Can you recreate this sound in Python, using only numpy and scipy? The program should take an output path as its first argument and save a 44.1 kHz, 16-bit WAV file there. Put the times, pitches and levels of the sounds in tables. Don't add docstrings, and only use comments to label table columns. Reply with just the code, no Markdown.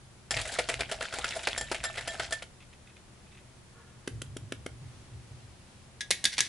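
import sys
import numpy as np
from scipy import signal
from scipy.fft import rfft, irfft
from scipy.io import wavfile
from scipy.ndimage import uniform_filter1d

SR = 44100
rng = np.random.default_rng(int(sys.argv[2]) if len(sys.argv) > 2 else 0)


def store_pcm(level_fs):
    pcm = np.round(np.clip(level_fs, -1, 1) * 32767).astype(np.int16)
    wavfile.write(sys.argv[1], SR, np.atleast_2d(pcm).T)


N = 285768
T = np.arange(N) / SR
AGE = T[:SR // 2]

# frequency in Hz, relative density in dB per Hz.
ROOM_COLOUR = [(12, -36), (20, -2), (75, -6.5), (97, -3), (124, 1.5), (157, -8.5), (199, -4), (295, -14),
               (365, -10.5), (416, -15.5), (652, -15.5), (806, -17.5), (2260, -22.5), (4480, -26),
               (11000, -29), (14300, -104)]
# frequency in Hz, level in dB rms.
HUM_TONES = [(76, -64), (124, -66), (366, -75.5)]
ROOM_AIR_DB = -55
# frequency in Hz, side level in dB re mid.
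NEAR_SIDE = [(100, -14), (700, -26), (2000, -19), (4500, -9.5), (11000, -8)]
# frequency in Hz, side level in dB re mid.
AIR_SIDE = [(100, -12), (200, -6.5), (1100, -3), (4000, -1), (11000, 0)]
KITCHEN_T60_S, KITCHEN_DB = 0.22, -11
CUTOFF_HZ = 11050

# start in seconds, level in dB, bass shelf in dB, treble shelf in dB,
# contact time in seconds, pitch of the hollow in the butter in Hz, squelch after it in dB before the mix gains.
WHISK_HITS = [(.308, -28, 0, 4, 0.012, 1760, -32), (.367, -28.5, -6, -5, 0.0081, 2110, -33.5),
              (0.413, -33, -2, 6, 0.0039, 3430, -45), (.519, -37.5, 11, 8, 0.012, 2410, -33.5),
              (.586, -25, 5, -1, 0.016, 2260, -38), (.688, -25.5, 2, -0.5, 0.015, 1910, -34),
              (.792, -35.5, 4, -5, 0.014, 3990, -56), (.807, -25.5, -0.5, -5.5, 0.0033, 2400, -58),
              (.914, -31, 2, 1, 0.017, 3000, -41), (1.008, -29, 1, -9, 0.006, 1500, -37.5),
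              (1.125, -35, -3, -2, 0.0053, 1450, -55), (1.138, -32.5, 2.5, 2, 0.0062, 1450, -36.5),
              (1.243, -26.5, -4, -5, 0.0036, 1460, -37.5), (1.353, -39.5, 7, 5.5, 0.034, 1760, -43),
              (1.471, -23, 4, -4, 0.0068, 2520, -34), (1.577, -31, -0.5, 9, 0.0082, 1690, -62),
              (1.611, -32, 6.5, 6, 0.0038, 3360, -52), (1.715, -26, 6, 0.5, 0.0081, 1480, -42),
              (1.838, -29.5, -2.5, 2.5, 0.017, 1220, -42.5), (1.972, -33, -2, -6, 0.024, 1850, -41),
              (2.0745, -31, 2.5, 5.5, 0.006, 2930, -38), (2.196, -25.5, 0.5, -7, 0.0049, 1570, -34.5),
              (2.308, -36, 5.5, 4, 0.0029, 1460, -57), (2.324, -28.5, -1, 7, 0.0066, 1820, -43.5),
              (2.423, -40, 0, -0.5, 0.0074, 3160, -64)]
# start in seconds, level in dB,
# boost above 4.5 kHz in dB, share of the free ring time.
TWANGS = [(.308, -36, 16, 0.32), (1.245, -47.5, 18, 0.25), (1.579, -44, 12, 1), (1.611, -42, 8, 0.53),
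          (1.853, -39, 9.5, 0.64), (1.975, -48, -7, 0.66), (2.087, -39, 2, 0.68), (2.324, -34, 0, 0.45)]
# frequency in Hz, relative level in dB, free t60 in seconds.
WIRE_MODES = [(660, -7.5, 0.24), (1777, 4.5, 0.37), (3284, -4, 0.2), (3360, -6, 0.09), (5160, -7, 0.08),
              (7315, -7, 0.15), (7450, -11, 0.12)]
# frequency in Hz, relative density in dB per Hz.
GLASS_COLOUR = [(150, -18.5), (270, -16.5), (510, 1.5), (720, -3.5), (1200, -9), (1420, -1), (1630, -5),
                (1900, -5), (4830, -9), (5750, -12.5), (6840, -15), (7400, -8.5), (8010, -14), (10500, -13),
                (13000, -49)]
# frequency in Hz, width in Hz, boost in dB.
BOWL_PEAKS = [(550, 84, -3.5), (652, 87, 6), (1040, 280, -2)]
TRAILING_GAP_S, TRAILING_LOSS_DB = 0.014, 7

# time in seconds, level in dB before DRAG_DB and the mix gains.
DRAG_COURSE = [(0.4, -51), (0.475, -27.5), (0.564, -42), (0.852, -43), (1.442, -33.5), (1.756, -41),
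               (2.174, -36.5), (2.274, -48), (2.38, -70)]
# frequency in Hz, relative density in dB per Hz.
BUTTER_COLOUR = [(120, -38), (230, -18), (404, -0.5), (692, 0.5), (1150, -10), (1420, -1.5), (2500, -4),
                 (3830, -6.5), (5530, -12.5), (7360, -9), (9000, -13), (10300, -12), (13000, -42)]
SQUELCH_RISE_S, SQUELCH_FALL_DB_PER_S = 0.032, 186
WHISK_START_S, WHISK_END_S = .31, 2.44
TEARING_DB, TICKS_DB, DRAG_DB = -5, -13.5, -6
HOLLOW_LOW_HZ, HOLLOW_HIGH_HZ, HOLLOW_Q = 554, 5350, 7.7

# time in seconds, level in dB before SHUDDER_GAIN_DB.
SHUDDER_COURSE = [(0.31, -53), (0.37, -37), (0.46, -46.5), (0.65, -55), (0.77, -43), (0.91, -52.5),
                  (0.96, -49), (1.08, -54), (1.59, -49.5), (1.63, -47), (2.05, -50), (2.27, -48),
                  (2.43, -65)]
# frequency in Hz, relative density in dB per Hz.
TABLE_COLOUR = [(20, -22), (40, -7.5), (54, 2.5), (75, -11), (115, -5.5), (170, -20.5), (300, -23.5),
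                (600, -54)]
SHUDDER_GAIN_DB = -2.5

# start in seconds, level in dB before POCKET_GAIN_DB, pitch in Hz.
AIR_POCKETS = [(0.8336, -24, 2230), (1.5312, -19, 3270), (1.5492, -26, 2210), (1.5635, -26, 1770),
               (1.7868, -38, 1600), (1.811, -36, 1940), (1.0855, -29.5, 2500)]
POCKET_GAIN_DB, SMALL_POCKET_MIN_DB = 2, -40
POCKET_CYCLES = 13.4

# start in seconds, level in dB, ringing pitch in Hz.
SCRAPES = [(.387, -32.5, 2100), (0.399, -41, 7400), (.452, -35, 2240), (.476, -37, 9000),
           (0.716, -48, 2500), (.739, -36, 2500), (0.894, -40.5, 1710), (1.021, -30.5, 1670),
           (1.052, -42, 3450), (1.157, -40.5, 686), (1.186, -35, 695), (1.28, -36, 3360),
           (1.308, -31.5, 3310), (1.336, -36.5, 2210), (1.392, -39, 3350), (1.435, -38.5, 3040),
           (1.745, -30, 2560), (1.954, -36.5, 2160), (2.009, -39, 1810), (2.14, -39, 694),
           (2.226, -39, 3750)]
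SCRAPE_S, SCRAPE_PEAK_DB, SCRAPE_WIDTH_SHARE = 0.0025, 11, 0.67

# start in seconds, level in dB.
FLOUR_LUMPS = [(2.604, -52.5), (2.624, -53.5), (2.729, -54.5), (2.872, -55), (2.897, -60), (2.965, -55),
               (3.266, -58.5), (3.317, -54), (3.347, -55), (3.372, -57), (3.389, -59.5)]
# frequency in Hz, relative density in dB per Hz.
FLOUR_COLOUR = [(600, -19), (1300, -8), (1650, -10), (2100, -2), (2330, -6), (2550, 3), (2900, -9),
                (3600, -6), (4400, -18), (11000, -25)]
BRUSH_S = 0.0039

# frequency in Hz, relative level in dB, t60 in seconds.
CREAK_MODES = [(468, -6.5, 0.23), (920, -5, 0.14), (1102, -8, 0.2), (1430, 1, 0.046), (1690, 4, 0.03)]
CREAK_PEAK_S, CREAK_DB, CREAK_RISE_S, CREAK_FALL_DB_PER_S = 3.8, -59, 0.05, 60

# start in seconds, thump in dB, lag of the slap in seconds, slap in dB,
# treble shelf in dB, wobble after it in dB.
PATS = [(4.076, -23, -0.00088, -30, -2.5, -37.5), (4.2215, -34, -0.0042, -31, 3, -48),
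        (4.3649, -29, 0.0026, -35, 4.5, -45), (4.522, -26.5, -.0004, -31, -3.5, -48.5),
        (4.6618, -27, 0.00062, -33.5, -5.5, -47)]
# frequency in Hz, relative density in dB per Hz.
PALM_COLOUR = [(70, -10), (370, -16), (600, -8), (1080, -21.5), (1380, -7.5), (1580, -6.5), (1850, -17.5),
               (2100, -10.5), (2500, -16), (3100, -9.5), (4300, -17), (11000, -16)]
THUMP_HZ, THUMP_RISE_S, SLAP_S = 328, 0.0014, 0.0042

# frequency in Hz, relative density in dB per Hz.
WOBBLE_COLOUR = [(35, -29), (60, -1), (75, 8.5), (92, -4), (130, 7.5), (180, -17), (280, -13.5), (450, -22),
                 (1000, -45)]
REBOUND_S, WOBBLE_RISE_S, WOBBLE_FALL_DB_PER_S = 0.07, 0.028, 102
MESH_HZ, MESH_SWAY_SHARE, MESH_DB, FLUTTER_DB = 108, 0.15, -4, -3

# start in seconds, wobble in dB, hiss of flour through the mesh in dB.
SHAKES = [(4.84, -46, -64.5), (4.99, -52, -63.5), (5.145, -43.5, -73), (5.33, -46, -63.5),
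          (5.47, -52.5, -73), (5.63, -68, -66.5), (5.77, -57.5, -68)]
SIFT_LAG_S, SIFT_S = 0.025, 0.14

# start in seconds, crack in dB, bass shelf in dB, treble shelf in dB,
# contact time in seconds, ring of the hoop in dB, ring of the bowl in dB, pitch of the struck spot in Hz.
CLANKS = [(6.0074, -36.5, -3, -3, 0.013, -39.5, -45.5, 3830),
          (6.106, -24.5, 16, 5.5, 0.007, -59, -47, 2150), (6.11, -18.5, 0, 6, 0.0011, -51, -35.5, 3620),
          (6.241, -26, 4.5, 1, 0.0057, -44, -48, 8200), (6.2529, -18, -17, -2, 0.0039, -35, -43, 3600),
          (6.3806, -24.5, 10.5, -1, 0.0047, -44, -48, 4600), (6.389, -25, -4, -10, 0.0035, -50, -49, 5600),
          (6.405, -20.5, -21, -1, 0.0037, -37.5, -41, 5880)]
# frequency in Hz, relative density in dB per Hz.
STEEL_COLOUR = [(120, -54), (200, -21), (605, -16.5), (1150, -13.5), (1450, -20), (1750, -6.5), (3020, -13),
                (3580, -1.5), (4200, -8), (5440, -6.5), (6330, -7.5), (6900, -2), (7330, -13), (7900, -7),
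                (11000, -7), (14300, -40)]
# frequency in Hz, relative level in dB.
HOOP_MODES = [(1660, 3), (1718, -8), (3370, -3), (3700, -3), (3967, -6), (4855, -4), (5375, -3), (6045, -5)]
# frequency in Hz, relative level in dB.
BOWL_MODES = [(1890, -1), (1992, -1), (2147, -3), (2263, -1), (2573, -6), (2873, -8), (3219, -6),
              (3469, -2), (3592, 1), (4530, -4), (5453, -5), (5976, -4), (6665, -3), (6842, -5), (7639, -7),
              (8290, -7)]
# frequency in Hz, relative density in dB per Hz.
WASH_COLOUR = [(200, -9.5), (1300, -20), (1650, 0), (2200, 0), (3000, -4.5), (3600, 0), (5000, -4),
               (6100, -4), (7350, -16), (7900, -9.5), (11000, -13.5)]
# peak in seconds, level in dB before the mix gains, length in seconds.
SLIDES = [(6.336, -44.5, 0.014), (6.373, -49, 0.0064), (6.457, -49, 0.018)]
STEEL_T60_AT_2KHZ_S, WASH_SPACING_HZ = 0.125, 40
CHATTER_RAD, CHATTER_PER_S = .4, 80


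def amp(db):
    return 10 ** (np.asarray(db) / 20)


def rms_one(x):
    return x / np.sqrt(np.mean(x ** 2) + 1e-20)


def decay(t60_s):
    return np.exp(-np.log(1000) * AGE / max(t60_s, 1e-3))


def level(rows):
    s, db = np.transpose(rows)
    return amp(np.interp(T, s, db, left=-200, right=-200))


def at_hz(points, hz):
    f, db = np.transpose(points)
    return np.interp(np.log(hz + 1), np.log(f), db)


def add(out, s, sound, pan_db=0):
    i = int(s * SR)
    panned = sound * amp([[pan_db / 2], [-pan_db / 2]])
    out[:, i:i + sound.shape[-1]] += panned[:, :N - i]


def coloured(raw, spectrum, peaks=(), low_db=0, high_db=0, width=NEAR_SIDE):
    hz = np.fft.rfftfreq(raw.shape[1], 1 / SR)
    shelves = [(900, low_db), (1400, 0), (3000, 0), (7000, high_db)]
    db = at_hz(spectrum, hz) + at_hz(shelves, hz)
    for centre_hz, width_hz, peak_db in peaks:
        db = db + peak_db / (1 + (2 * (hz - centre_hz) / width_hz) ** 2)
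    mid, side = rfft(raw) * amp(db)
    side = side * amp(at_hz(width, hz))
    return rms_one(irfft([mid + side, mid - side], raw.shape[1]))


def noise(size=N):
    return rng.standard_normal((2, size))


def wander(t, per_s):
    return np.interp(t * per_s, np.arange(2000), rng.standard_normal(2000))


def grains(per_s, spread_db, size=N):
    sizes = amp(spread_db * np.minimum(rng.exponential(1, size), 4))
    return noise(size) * sizes * (rng.random(size) < per_s / SR)


def ring(modes, scatter_db=2, upper_db=0, upper_hz=4500, free=1, detune=0.0017, chatter=0):
    hz, db, t60_s = np.transpose(modes)
    gain = amp(db + scatter_db * 2 * rng.random(len(hz)) + upper_db * (hz > upper_hz))
    hz = hz * (1 + detune * rng.standard_normal(len(hz)))
    phase = rng.uniform(0, 2 * np.pi, (len(hz), 1, 1)) + rng.normal(0, 0.37, (len(hz), 2, 1))
    out = np.zeros((2, len(AGE)))
    for f, g, t, p in zip(hz, gain, t60_s, phase):
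        waver = chatter * wander(AGE, CHATTER_PER_S)
        out += g * decay(t * free) * np.sin(2 * np.pi * f * AGE + p + waver)
    return out


def contact(length_s, t60_s):
    held = np.exp(-np.log(1000) * np.maximum(AGE - 0.72 * length_s, 0) / max(t60_s, 1e-3))
    return held * (1 - decay(0.0018))


def clumps(per_s, depth_db):
    return rms_one(amp(depth_db * wander(T, per_s)))


def swell(s, length_s):
    return np.exp(-((T - s) / length_s) ** 2)


def surge(s, rise_s, fall_db_per_s):
    fall = amp(-abs(fall_db_per_s) * np.clip(T - s, 0, 2))
    return np.where(T < s, swell(s, rise_s), fall)


def room():
    hum = sum(np.sqrt(2) * amp(db) * np.sin(2 * np.pi * (hz * T + rng.random())) for hz, db in HUM_TONES)
    return amp(ROOM_AIR_DB) * coloured(noise(), ROOM_COLOUR, width=AIR_SIDE) + hum


def whisk():
    out = np.zeros((2, N))
    for s, db, knock_db, bright_db, length_s, hollow_hz, _ in WHISK_HITS:
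        patter = grains(per_s=7000, spread_db=-1.0, size=len(AGE))
        pocket = [(hollow_hz, 450, 6)]
        hit = coloured(patter, GLASS_COLOUR, list(BOWL_PEAKS) + pocket, knock_db, bright_db)
        touch = contact(length_s, t60_s=0.045) + amp(-26.5) * decay(0.088)
        for k in (1, 2):
            lag_s = k * TRAILING_GAP_S * rng.uniform(0.69, 1.33)
            trailing = np.interp(AGE - lag_s, AGE, contact(0.0016, t60_s=0.0061), left=0)
            touch = np.hypot(touch, amp(-k * TRAILING_LOSS_DB) * trailing)
        add(out, s, amp(db) * hit * touch, pan_db=-0.4)
    return out


def twangs():
    out = np.zeros((2, N))
    for s, db, upper_db, free in TWANGS:
        twang = ring(WIRE_MODES, upper_db=upper_db, free=free, scatter_db=3.0, detune=0.00057)
        add(out, s, amp(db) * twang)
    return out


def crackle():
    out = np.zeros((2, N))
    for hz in np.geomspace(HOLLOW_LOW_HZ, HOLLOW_HIGH_HZ, 14):
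        spurts = grains(per_s=900, spread_db=3.0) * clumps(per_s=90, depth_db=7)
        b, a = signal.iirpeak(hz, HOLLOW_Q, fs=SR)
        out += signal.lfilter(b, a, spurts + 1e-18)
    return coloured(out, BUTTER_COLOUR, BOWL_PEAKS, low_db=-0.5, high_db=3.5)


def butter():
    ticks = coloured(grains(per_s=2600, spread_db=3.5), BUTTER_COLOUR, low_db=-10, high_db=8.5)
    ticks = ticks * clumps(per_s=76, depth_db=4.0)
    whisking = uniform_filter1d(1. * (T > WHISK_START_S) * (T < WHISK_END_S), size=400)
    stroke_power = np.zeros(N)
    for s, *_, db in WHISK_HITS:
        stroke = amp(db) * surge(s + SQUELCH_RISE_S, SQUELCH_RISE_S, SQUELCH_FALL_DB_PER_S)
        stroke_power += stroke ** 2
    drag = amp(DRAG_DB) * level(DRAG_COURSE)
    effort = whisking * np.sqrt(stroke_power + drag ** 2)
    return effort * (amp(TEARING_DB) * crackle() + amp(TICKS_DB) * ticks)


def table():
    return amp(SHUDDER_GAIN_DB) * level(SHUDDER_COURSE) * coloured(noise(), TABLE_COLOUR)


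def pockets():
    out = np.zeros((2, N))
    small = []
    for when, pitch, size in rng.random((25, 3)):
        s = WHISK_START_S + when * (WHISK_END_S - WHISK_START_S)
        small.append((s, SMALL_POCKET_MIN_DB + 12 * size, 1700 * 2 ** pitch))
    for s, db, hz in list(AIR_POCKETS) + small:
        add(out, s, amp(db) * np.sin(2 * np.pi * hz * AGE) * decay(POCKET_CYCLES / hz))
    return amp(POCKET_GAIN_DB) * out


def scrapes():
    out = np.zeros((2, N))
    for s, db, hz in SCRAPES:
        slips = grains(per_s=3400, spread_db=4.0, size=len(AGE))
        peak = [(hz, SCRAPE_WIDTH_SHARE * hz, SCRAPE_PEAK_DB)]
        scrape = coloured(slips, BUTTER_COLOUR, peak, high_db=3.0)
        add(out, s, amp(db) * scrape * contact(SCRAPE_S, t60_s=0.07))
    return out


def spoon():
    out = np.zeros((2, N))
    for s, db in FLOUR_LUMPS:
        crumbs = coloured(grains(per_s=3600, spread_db=3.0, size=len(AGE)), FLOUR_COLOUR)
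        add(out, s, amp(db) * crumbs * contact(BRUSH_S, t60_s=0.075))
    return out


def creak():
    tone = rms_one(signal.fftconvolve(noise()[:1], ring(CREAK_MODES), axes=1)[:, :N])
    return amp(CREAK_DB) * surge(CREAK_PEAK_S, CREAK_RISE_S, CREAK_FALL_DB_PER_S) * tone


def pats():
    out = np.zeros((2, N))
    load = AGE / THUMP_RISE_S * np.exp(1 - AGE / THUMP_RISE_S)
    thump = np.sin(2 * np.pi * THUMP_HZ * AGE) * load ** 2
    touch = contact(SLAP_S, t60_s=0.016) + amp(-23) * decay(0.06)
    for s, thump_db, lag_s, slap_db, bright_db, _ in PATS:
        cup = [(rng.uniform(1250, 3550), 900, 5)]
        slap = coloured(noise(len(AGE)), PALM_COLOUR, cup, high_db=bright_db)
        add(out, s, amp(thump_db) * thump)
        add(out, s + lag_s, amp(slap_db) * slap * touch, pan_db=-1)
    return out


def mesh():
    pushes = [(s + REBOUND_S, db) for s, *_, db in PATS] + [(s, db) for s, db, _ in SHAKES]
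    wobble = sum(amp(db) * surge(s, WOBBLE_RISE_S, WOBBLE_FALL_DB_PER_S) for s, db in pushes)
    hz = MESH_HZ * (1 + MESH_SWAY_SHARE * wander(T, per_s=62))
    swing = np.sqrt(2) * np.sin(2 * np.pi * np.cumsum(hz) / SR)
    return wobble * (amp(MESH_DB) * swing + amp(FLUTTER_DB) * coloured(noise(), WOBBLE_COLOUR))


def sifting():
    flow = sum(amp(db) * swell(s + SIFT_LAG_S, SIFT_S) for s, _, db in SHAKES)
    colour = [(400, 5.5), (1500, 0.5), (4000, -1.0), (11000, -9.5)]   # Hz, dB per Hz
    return flow * coloured(noise(), colour, width=AIR_SIDE)


def steel(modes):
    return [(hz, db, STEEL_T60_AT_2KHZ_S * (2000 / hz) ** .25) for hz, db in modes]


def weak_modes(hz):
    spectrum = rfft(noise(len(AGE)))
    bins = np.round(hz * len(AGE) / SR)
    return irfft(spectrum * np.isin(np.arange(spectrum.shape[1]), bins), len(AGE))


def clanks():
    out = np.zeros((2, N))
    wash_hz = np.arange(WASH_SPACING_HZ, CUTOFF_HZ, WASH_SPACING_HZ)
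    wash_hz = wash_hz + WASH_SPACING_HZ * rng.random(len(wash_hz))
    snap = amp(-0.5) * np.exp(-((AGE - .001) / 0.00032) ** 2)
    for s, db, knock_db, bright_db, length_s, hoop_db, bowl_db, spot_hz in CLANKS:
        crack = coloured(noise(len(AGE)), STEEL_COLOUR, [(spot_hz, 600, 8)], knock_db, bright_db)
        crack = crack * (contact(length_s, t60_s=0.019) + snap)
        wash = coloured(weak_modes(wash_hz), WASH_COLOUR) * (decay(0.066) + amp(-23.5) * decay(0.68))
        hoop = amp(hoop_db) * ring(steel(HOOP_MODES), chatter=CHATTER_RAD)
        bowl = amp(bowl_db) * ring(steel(BOWL_MODES), chatter=CHATTER_RAD)
        add(out, s, amp(db) * (crack + amp(-4.0) * wash) + hoop + bowl, pan_db=-0.1)
    return out


def slides():
    rub = grains(per_s=8900, spread_db=-2.0)
    modes = steel(list(HOOP_MODES) + list(BOWL_MODES))
    singing = rms_one(signal.fftconvolve(rub[:1], ring(modes, chatter=CHATTER_RAD), axes=1)[:, :N])
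    sliding = sum(amp(db) * swell(s, length_s) for s, db, length_s in SLIDES)
    return sliding * (amp(8) * coloured(rub, WASH_COLOUR) + amp(1.5) * singing)


def kitchen(x):
    mid, side = noise(len(AGE)) * decay(KITCHEN_T60_S) * (AGE > .006)
    tail = mid + amp(-4.0) * side * [[1], [-1]]
    tail /= np.sqrt(np.sum(tail ** 2) / 2)
    return x + amp(KITCHEN_DB) * signal.fftconvolve(x, tail, axes=1)[:, :N]


def scene():
    whisking = whisk() + twangs() + butter() + table() + pockets() + scrapes()
    sieving = spoon() + creak() + pats() + mesh() + sifting() + clanks() + slides()
    return (kitchen(whisking + sieving) + room()) * amp([[.35], [-.35]])


def record(dry):
    return signal.sosfilt(signal.ellip(10, .2, 70, CUTOFF_HZ, fs=SR, output="sos"), dry)


dry = scene()
out = record(dry)
store_pcm(out)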